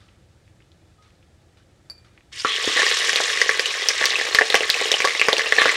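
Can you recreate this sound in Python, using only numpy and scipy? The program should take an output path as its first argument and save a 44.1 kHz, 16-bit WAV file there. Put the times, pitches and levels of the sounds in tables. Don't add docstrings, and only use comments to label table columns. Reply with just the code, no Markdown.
import sys
import numpy as np
from scipy import signal
from scipy.fft import rfft, irfft
from scipy.io import wavfile
from scipy.ndimage import uniform_filter1d

SR = 44100
rng = np.random.default_rng(int(sys.argv[2]) if len(sys.argv) > 2 else 0)


def bounce(signal):
    frames = np.transpose(np.atleast_2d(signal))
    limited = np.clip(frames, -1, 1)
    pcm = np.round(limited * 32767).astype(np.int16)
    wavfile.write(sys.argv[1], SR, pcm)


N = 254016
TIME = np.arange(N) / SR

# (time [s], thump level [dB], thump pitch [Hz], level of the gush of bubbles [dB])
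MEAT_LANDINGS = [(2.4478, -16, 270, -27), (2.675, -8.5, 350, -36), (2.762, -20, 396, -24),
                 (5.58, -35, 400, -17.5), (5.6555, -10.5, 334, -31)]
# (frequency [Hz], relative level per Hz [dB])
FIZZ_COLOUR = [(300, -28), (1100, -7), (2000, 0.5), (3300, 2.5), (4300, -1.5), (5500, 0.5), (7000, -5),
               (9000, -10.5), (11000, -20.5), (13000, -29), (16000, -47)]
# (frequency [Hz], relative level per Hz [dB])
CRACKLE_COLOUR = [(200, -46.5), (450, -1.5), (800, -18.5), (1150, -1), (1400, -10), (1800, 4), (2300, -2),
                  (3000, -5.5), (4200, -2), (6500, -68), (12000, -53)]


def amp(db):
    return 10 ** (np.asarray(db) / 20)


def evened(x):
    return x / np.sqrt(np.mean(x ** 2) + 1e-20)


def add(mix, start_s, sound):
    part = mix[max(round(start_s * SR), 0):][:len(sound)]
    part += sound[:len(part)]


def colour(x, points, size=4096):
    hz, db = np.transpose(points)
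    bin_hz = abs(np.fft.fftfreq(size, 1 / SR)) + 1
    log_gain = np.log(amp(np.interp(np.log(bin_hz), np.log(hz), db)))
    taps = np.fft.ifft(np.exp(np.conj(signal.hilbert(log_gain)))).real
    return signal.oaconvolve(x, taps[:size // 2])[:N]


def low_cut(x, hz):
    return signal.sosfilt(signal.butter(2, hz, "high", fs=SR, output="sos"), x)


def ring(hz, fade_s, rise_s=1e-5):
    t = TIME[:int(8 * fade_s * SR) + 2]
    return np.sin(2 * np.pi * hz * t) * np.exp(-t / fade_s) * (1 - np.exp(-t / rise_s))


def wander(hz):
    f = np.fft.rfftfreq(N, 1 / SR)
    weights = (f > hz / 10) / (1 + (f / hz) ** 2)
    return evened(irfft(rfft(rng.standard_normal(N)) * weights, N))


def bursts(per_s, spread_db, clump_db, clump_hz):
    sizes = amp(spread_db * np.minimum(rng.exponential(1, N), np.pi))
    clicks = sizes * rng.choice([-1, 1], N) * (rng.random(N) < per_s / SR)
    return evened(clicks * amp(clump_db * np.tanh(wander(clump_hz))))


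def bubbles(per_s, spread_db, clump_db, low_hz, high_hz, cycles, count=20):
    out = np.zeros(N)
    for hz in np.geomspace(low_hz, high_hz, count):
        bubble = ring(hz, cycles / hz, 0.12 / hz)
        clicks = bursts(per_s / count, spread_db, clump_db, 26)
        out += np.sqrt(hz) * evened(signal.oaconvolve(clicks, bubble)[:N])
    return evened(out)


def echoes(t60, first_s):
    t = TIME[:SR // 2]
    hits = rng.choice([-1, 1], len(t)) * (rng.random(len(t)) < 1 / 10)
    taps = hits * (t > first_s) * 1000 ** (-t / t60)
    taps = signal.lfilter(*signal.butter(1, [300, 7000], "band", fs=SR), taps)
    return taps / np.linalg.norm(taps)


def pot(x, wall_db, mode_db):
    # (pitch [Hz], time to fall 60 dB [s], level [dB])
    resonances = [(446, 0.18, -20.5), (514.5, 0.02, -14), (830, 0.35, -29), (1131.7, 0.074, -10.5),
                  (1163, 0.083, -15.5), (1874, 0.034, -38.5), (2076, 0.017, -17), (2370, 0.062, -60),
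                  (3700, 0.066, -47.5)]
    out = x + amp(wall_db - 8.5) * signal.oaconvolve(x, echoes(0.22, 0.019))[:N]
    for angle in np.linspace(0, np.pi, num=5, endpoint=False):
        share = np.cos(2 * np.pi * 11 * TIME + angle) ** 4 / np.sqrt(175 / 128)
        out += amp(wall_db) * signal.oaconvolve(share * x, echoes(0.062, 0.001163))[:N]
    body = np.zeros(SR // 2)
    for hz, t60, db in resonances:
        mode = ring(hz, t60 / np.log(1000), 0.0035)
        add(body, 0, amp(db + mode_db) * mode / np.linalg.norm(mode))
    return out + signal.oaconvolve(x, body)[:N]


def sizzle():
    # (time [s], level [dB])
    boil_curve = [(2.32, -51), (2.41, -40.5), (2.47, -35), (2.76, -26.5), (2.97, -25), (3.28, -28),
                  (3.69, -33), (4.06, -30), (4.45, -33.5), (4.87, -30), (5.43, -34.5), (5.63, -29),
                  (5.76, -32.5)]
    # (frequency [Hz], relative level per Hz [dB])
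    knock_colour = [(40, -29), (200, -51), (320, -3.5), (460, 3), (650, -4), (900, -5), (1500, -9),
                    (4000, -34)]
    wet_from_s, wet_rise_s = 2.315, 0.017
    first_contact, spread_s = 0.13, 0.025
    stir_boost_db, stir_s = 6.5, 0.03
    steady_boil_db = -32
    crackle_db, crackle_follows = -29, 0.39
    knock_db, knock_follows = -41.5, 0.61
    knock_growth_db_per_s = 1.85

    boil_db = np.interp(TIME, *np.transpose(boil_curve))
    swing_db = boil_db - steady_boil_db
    landed_s = np.maximum(TIME - MEAT_LANDINGS[0][0], 0)
    contact = 1 - (1 - first_contact) * np.exp(-landed_s / spread_s)
    stir_db = stir_boost_db * sum((TIME > s) * np.exp(-abs(TIME - s) / stir_s) for s, *_ in MEAT_LANDINGS)
    crackle_gain = contact * amp(crackle_db + crackle_follows * swing_db + 0.87 * stir_db)
    growth_db = knock_growth_db_per_s * landed_s
    knock_gain = contact * amp(knock_db + knock_follows * swing_db + growth_db + stir_db)

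    tiny = bubbles(4200, 4.2, 3.5, 1500, 15000, 1.7, count=28)
    fizz = evened(colour(tiny, FIZZ_COLOUR)) * amp(0.73 * wander(120))
    ticks = colour(bursts(150, 5.6, 8.5, 16), CRACKLE_COLOUR)
    larger = bubbles(1100, 3.9, 6.8, 1150, 6030, 1.7)
    crackle = evened(colour(larger, CRACKLE_COLOUR)) * amp(1.43 * wander(59))
    crackle += amp(-3.5) * evened(ticks)
    knocks = colour(bursts(150, 3.7, 2.6, 25), knock_colour)

    out = amp(boil_db + 3.0) * evened(pot(fizz, -5.5, -31))
    out += crackle_gain * evened(pot(crackle, -11.5, -11))
    out += knock_gain * evened(pot(knocks, -13, -32.5))
    return low_cut(out, 270) * np.clip((TIME - wet_from_s) / wet_rise_s, 0, 1)


def pops():
    # (time [s], bubble pitch [Hz], ring time constant [s], bubble level [dB],
    #  level of the film's snap [dB], level of the thud on the pot floor [dB])
    loud_pops = [(2.448, 1304, 0.0034, -4, -16.5, -14.5), (2.5625, 2880, .003, -12, -11, -34),
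                 (2.7741, 1904, 0.0026, -6, -18, -40), (2.7935, 1780, .0036, -7.5, -7.5, -7.5),
                 (2.819, 1800, .0007, 3, -15, -36), (2.8656, 1870, 0.0041, -7.5, -11, -35),
                 (3.0235, 1920, 0.0017, -8, -22, -17), (3.0938, 1830, 0.002, -3, -5, -39),
                 (3.1311, 2760, 0.00024, 10, -10, -15), (3.159, 3640, .0004, -7, 1, -12),
                 (3.2029, 1540, 0.00063, -4.5, -29, -4.5), (3.4157, 1910, 0.0021, 1, -2, -15),
                 (3.4929, 1854, 0.00093, 6, -8.5, -9), (3.5948, 1880, 0.00087, -0.5, -3, -9.5),
                 (3.658, 2950, 0.0018, -6.5, -3, -34), (3.8867, 5430, 0.00065, 2.5, 2.5, -17.5),
                 (4.014, 3580, 0.00055, -8, -15, -6.5), (4.026, 1890, 0.0016, -4.5, -16, -26),
                 (4.0404, 1870, 0.001, 1.5, -17, -37), (4.056, 5300, .0003, 4, 2, -14),
                 (4.1052, 4000, .00035, 3.5, -23, -32), (4.156, 2590, 0.0012, -0.5, -24, -39),
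                 (4.2124, 1790, .003, -11.5, -11, -10), (4.348, 2020, 0.00053, 8, 4, -11.5),
                 (4.387, 1790, .0018, 5.5, -5, -12), (4.4114, 1840, 0.00055, 3.5, -20, 0),
                 (4.4182, 1830, 0.0015, 0, -21, -5.5), (4.5021, 3770, .0004, 1, -4, -12),
                 (4.5436, 1810, 0.0005, 11, -2.5, 1.5), (4.5538, 2720, 0.00026, 16, -1, -31),
                 (4.6072, 2830, 0.00038, 4, -14, -5.5), (4.701, 4090, 0.00027, 16.5, -6.5, -35),
                 (4.7427, 2530, 0.0014, -3, -11.5, -40), (4.8136, 1940, .0004, -14, -10, -6.5),
                 (4.9171, 3720, .0006, 6, 1, -7.5), (4.9406, 3030, .0012, 0.5, -13, -6),
                 (5.0036, 2140, 0.00037, 6.5, -10, -27), (5.02, 2330, 0.0021, -6, -13, -18),
                 (5.0443, 1630, 0.0018, -6.5, -11, -6), (5.0497, 1170, 0.0012, -4.5, -3, -7),
                 (5.0739, 1970, .0008, -0.5, -8, -17.5), (5.196, 2660, 0.0021, -4.5, -7, -19),
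                 (5.2149, 2340, 0.00057, 12, -15, -13), (5.2853, 1750, 0.00025, 14.5, -2.5, -2.5),
                 (5.33, 3600, 0.00027, 8.5, -3, -0.5), (5.367, 2780, 0.0013, -4.5, -9, -18),
                 (5.3816, 5460, 0.00037, -0.5, -6.5, -7.5), (5.3947, 2020, 0.0008, 2.5, -12, -24),
                 (5.4084, 1810, .0017, -7.5, -26, -23), (5.4669, 2770, 0.0018, -9.5, -27, -15),
                 (5.5234, 1920, 0.0011, 6, -18, -5.5), (5.5839, 1790, 0.0046, -5.5, -21, -3.5),
                 (5.6179, 1800, 0.00045, 10, -11, -9), (5.6568, 1540, 0.00056, 7.5, -7, 0.5),
                 (5.6929, 2140, 0.0019, 0, -14, -38)]
    out, thuds, spray = np.zeros((3, N))
    chances = rng.uniform(-1, 1, (200, 2))
    for row, (snap_chance, thud_chance) in zip(list(loud_pops) + small_pops(), chances):
        s, hz, fade_s, bubble_db, snap_db, thud_db = row
        snap_hz = 4600 * (1 + 0.19 * snap_chance)
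        thud_hz = 590 * (1 + 0.11 * thud_chance)
        add(out, s, -amp(bubble_db) * ring(hz, fade_s, 0.00026))
        add(out, s, -amp(snap_db + 3.0) * ring(snap_hz, 0.00037, 0.0001))
        add(out, s, -amp(snap_db - 13) * ring(9700, 0.00009))
        add(thuds, s, -amp(thud_db - 1.0) * ring(thud_hz, 0.0012, 0.0001))
        add(spray, s, amp(snap_db) * np.exp(-TIME[:SR // 10] / 0.0095))
    droplets = amp(-19.5) * spray * evened(colour(bursts(2500, 2.6, 3.0, 87), FIZZ_COLOUR))
    return pot(low_cut(out + low_cut(thuds, 470) + droplets, 140), -9.5, -4.0)


def small_pops(count=120):
    slots_per_s, from_s, settle_s = 17, 2.5, 1.2
    middle_hz, spread_octaves, ring_cycles = 2520, 0.57, 2.3
    bubble_db, snap_db, thud_db, spread_db = -7, -16, -19.5, 2.5
    rows = []
    for k, (when, keep, *chances) in enumerate(rng.random((count, 6))):
        s = from_s + (k + when) / slots_per_s
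        size, bubble, snap, thud = 2 * np.array(chances) - 1
        hz = middle_hz * 2 ** (-spread_octaves * size)
        if s < TIME[-1] and keep > np.exp((from_s - s) / settle_s):
            rows.append((s, hz, ring_cycles / hz, bubble_db + spread_db * bubble,
                         snap_db + spread_db * snap, thud_db + 2 * spread_db * thud))
    return rows


def landings():
    thumps, gush = np.zeros((2, N))
    for s, thump_db, hz, gush_db in MEAT_LANDINGS:
        add(thumps, s, amp(thump_db) * ring(hz, 0.0019, 0.00088))
        add(gush, s, amp(gush_db) * np.exp(-TIME / 0.062) * (1 - np.exp(-TIME / 0.00081)))
    foam = evened(colour(bubbles(6000, 1.4, 2, 1230, 6300, 2.1, count=12), CRACKLE_COLOUR))
    return pot(low_cut(thumps, 64) + gush * foam, -4.5, -5.5)


def steam_jet():
    # (start [s], length [s], pitch [Hz], level [dB])
    jets = [(2.387, 0.031, 4900, -34), (2.46, 0.13, 3296, -24.5), (2.58, 0.32, 3446, -28)]
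    out = np.zeros(N)
    for s, length_s, hz, db in jets:
        swell = np.sin(np.pi * np.clip((TIME - s) / length_s, 0, 1))
        out += amp(db) * swell * wander(300) * np.sqrt(2) * np.cos(2 * np.pi * hz * TIME)
    return out


def spices():
    # (time [s], level [dB], time constant [s])
    spits = [(0, -59, 0.061), (1.023, -59.5, 0.053), (1.572, -62.5, 0.026), (2.046, -58, 0.051)]
    # (frequency [Hz], relative level per Hz [dB])
    spice_colour = [(500, -11), (1200, -1.5), (2200, -4.5), (4000, -4), (7000, -13), (10000, -10),
                    (14000, -25)]
    # (pitch [Hz], time constant [s], level [dB])
    ping = (1255, 0.069, -54.5)
    level = np.full(N, amp(-69))
    for s, db, fade_s in spits:
        add(level, s, amp(db) * np.exp(-TIME / fade_s))
    simmer = colour(bubbles(1500, 2.5, 2.2, 1190, 7200, 0.66), spice_colour)
    out = level * evened(pot(simmer, -2, -33))
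    hz, fade_s, ping_db = ping
    add(out, 0.98, amp(ping_db) * ring(hz, fade_s, 0.0067))
    return out


def spice_ticks():
    # (time [s], pitch [Hz], level [dB])
    ticks = [(0.087, 2830, -34), (0.4786, 2290, -37), (0.6043, 2180, -35), (0.622, 2960, -38),
             (0.718, 3740, -34), (1.1053, 2570, -40), (1.2273, 2630, -38.5), (2.177, 2270, -28),
             (2.208, 2230, -33)]
    out = np.zeros(N)
    for s, hz, db in ticks:
        add(out, s, amp(db) * ring(hz, 0.00035, 0.00018))
    return pot(low_cut(out, 600), -9, -16)


def bangle():
    # (pitch [Hz], level [dB], time to fall 60 dB [s])
    bangle_modes = [(2400, -32, 0.75), (4604, 2, 0.045), (4630, -13.5, 0.23), (4760, -20, 0.061),
                    (7560, -21, 0.14), (10400, -21, 0.054), (10800, -23, 0.092), (12780, -29, 0.1),
                    (15100, -35, .15)]
    # (time [s], level [dB])
    clinks = [(1.8992, -30.5), (1.98, -50)]
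    strikes, body = np.zeros(N), np.zeros(SR)
    for s, db in clinks:
        add(strikes, s, amp([db]))
    for hz, db, t60 in bangle_modes:
        add(body, 0, amp(db) * ring(hz, t60 / np.log(1000), 0.000082))
    add(body, 0, amp(9.0) * ring(1900, 0.0001))
    out = signal.oaconvolve(strikes, body)[:N]
    return out + amp(-6) * signal.oaconvolve(out, echoes(0.15, 0.004))[:N]


def kitchen():
    # (frequency [Hz], relative level per Hz [dB])
    room_colour = [(12, -50), (20, -25.5), (84, 0), (270, -19.5), (328, -12.5), (409, -21), (540, -18.5),
                   (587, -21.5), (796, -24), (1080, -33.5), (1510, -36.5), (1640, -28), (2280, -36.5),
                   (7930, -37.5), (15000, -56)]
    hum_hz, hum_db, room_db = 81.6, -73, -55
    hum = np.sqrt(2) * np.sin(2 * np.pi * hum_hz * TIME + 0.83 * wander(4))
    hum *= amp(hum_db + 2 * wander(2.8))
    return hum + amp(room_db) * evened(colour(rng.standard_normal(N), room_colour))


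def scene():
    meat_gain_db = 6
    frying = amp(meat_gain_db) * (sizzle() + steam_jet() + pops() + landings())
    return (frying + spices() + spice_ticks() + bangle() + kitchen())[None]


def record(dry):
    duck_above_db, duck_most_db, recover_db_per_s = -30, 6, 3
    power_db = 10 * np.log10(abs(uniform_filter1d(dry[0] ** 2, size=2048)) + 1e-12)
    over_db = np.clip(power_db - duck_above_db, 0, duck_most_db)
    recovery_db = recover_db_per_s * TIME
    duck_db = np.maximum.accumulate(over_db + recovery_db) - recovery_db
    clipped = np.clip(dry * amp(-duck_db), -1, 1)
    treble_cut = signal.firwin(255, 16000, window=("kaiser", 8), fs=SR)
    return signal.oaconvolve(clipped, treble_cut[None], "same")


dry = scene()
out = record(dry)
bounce(out)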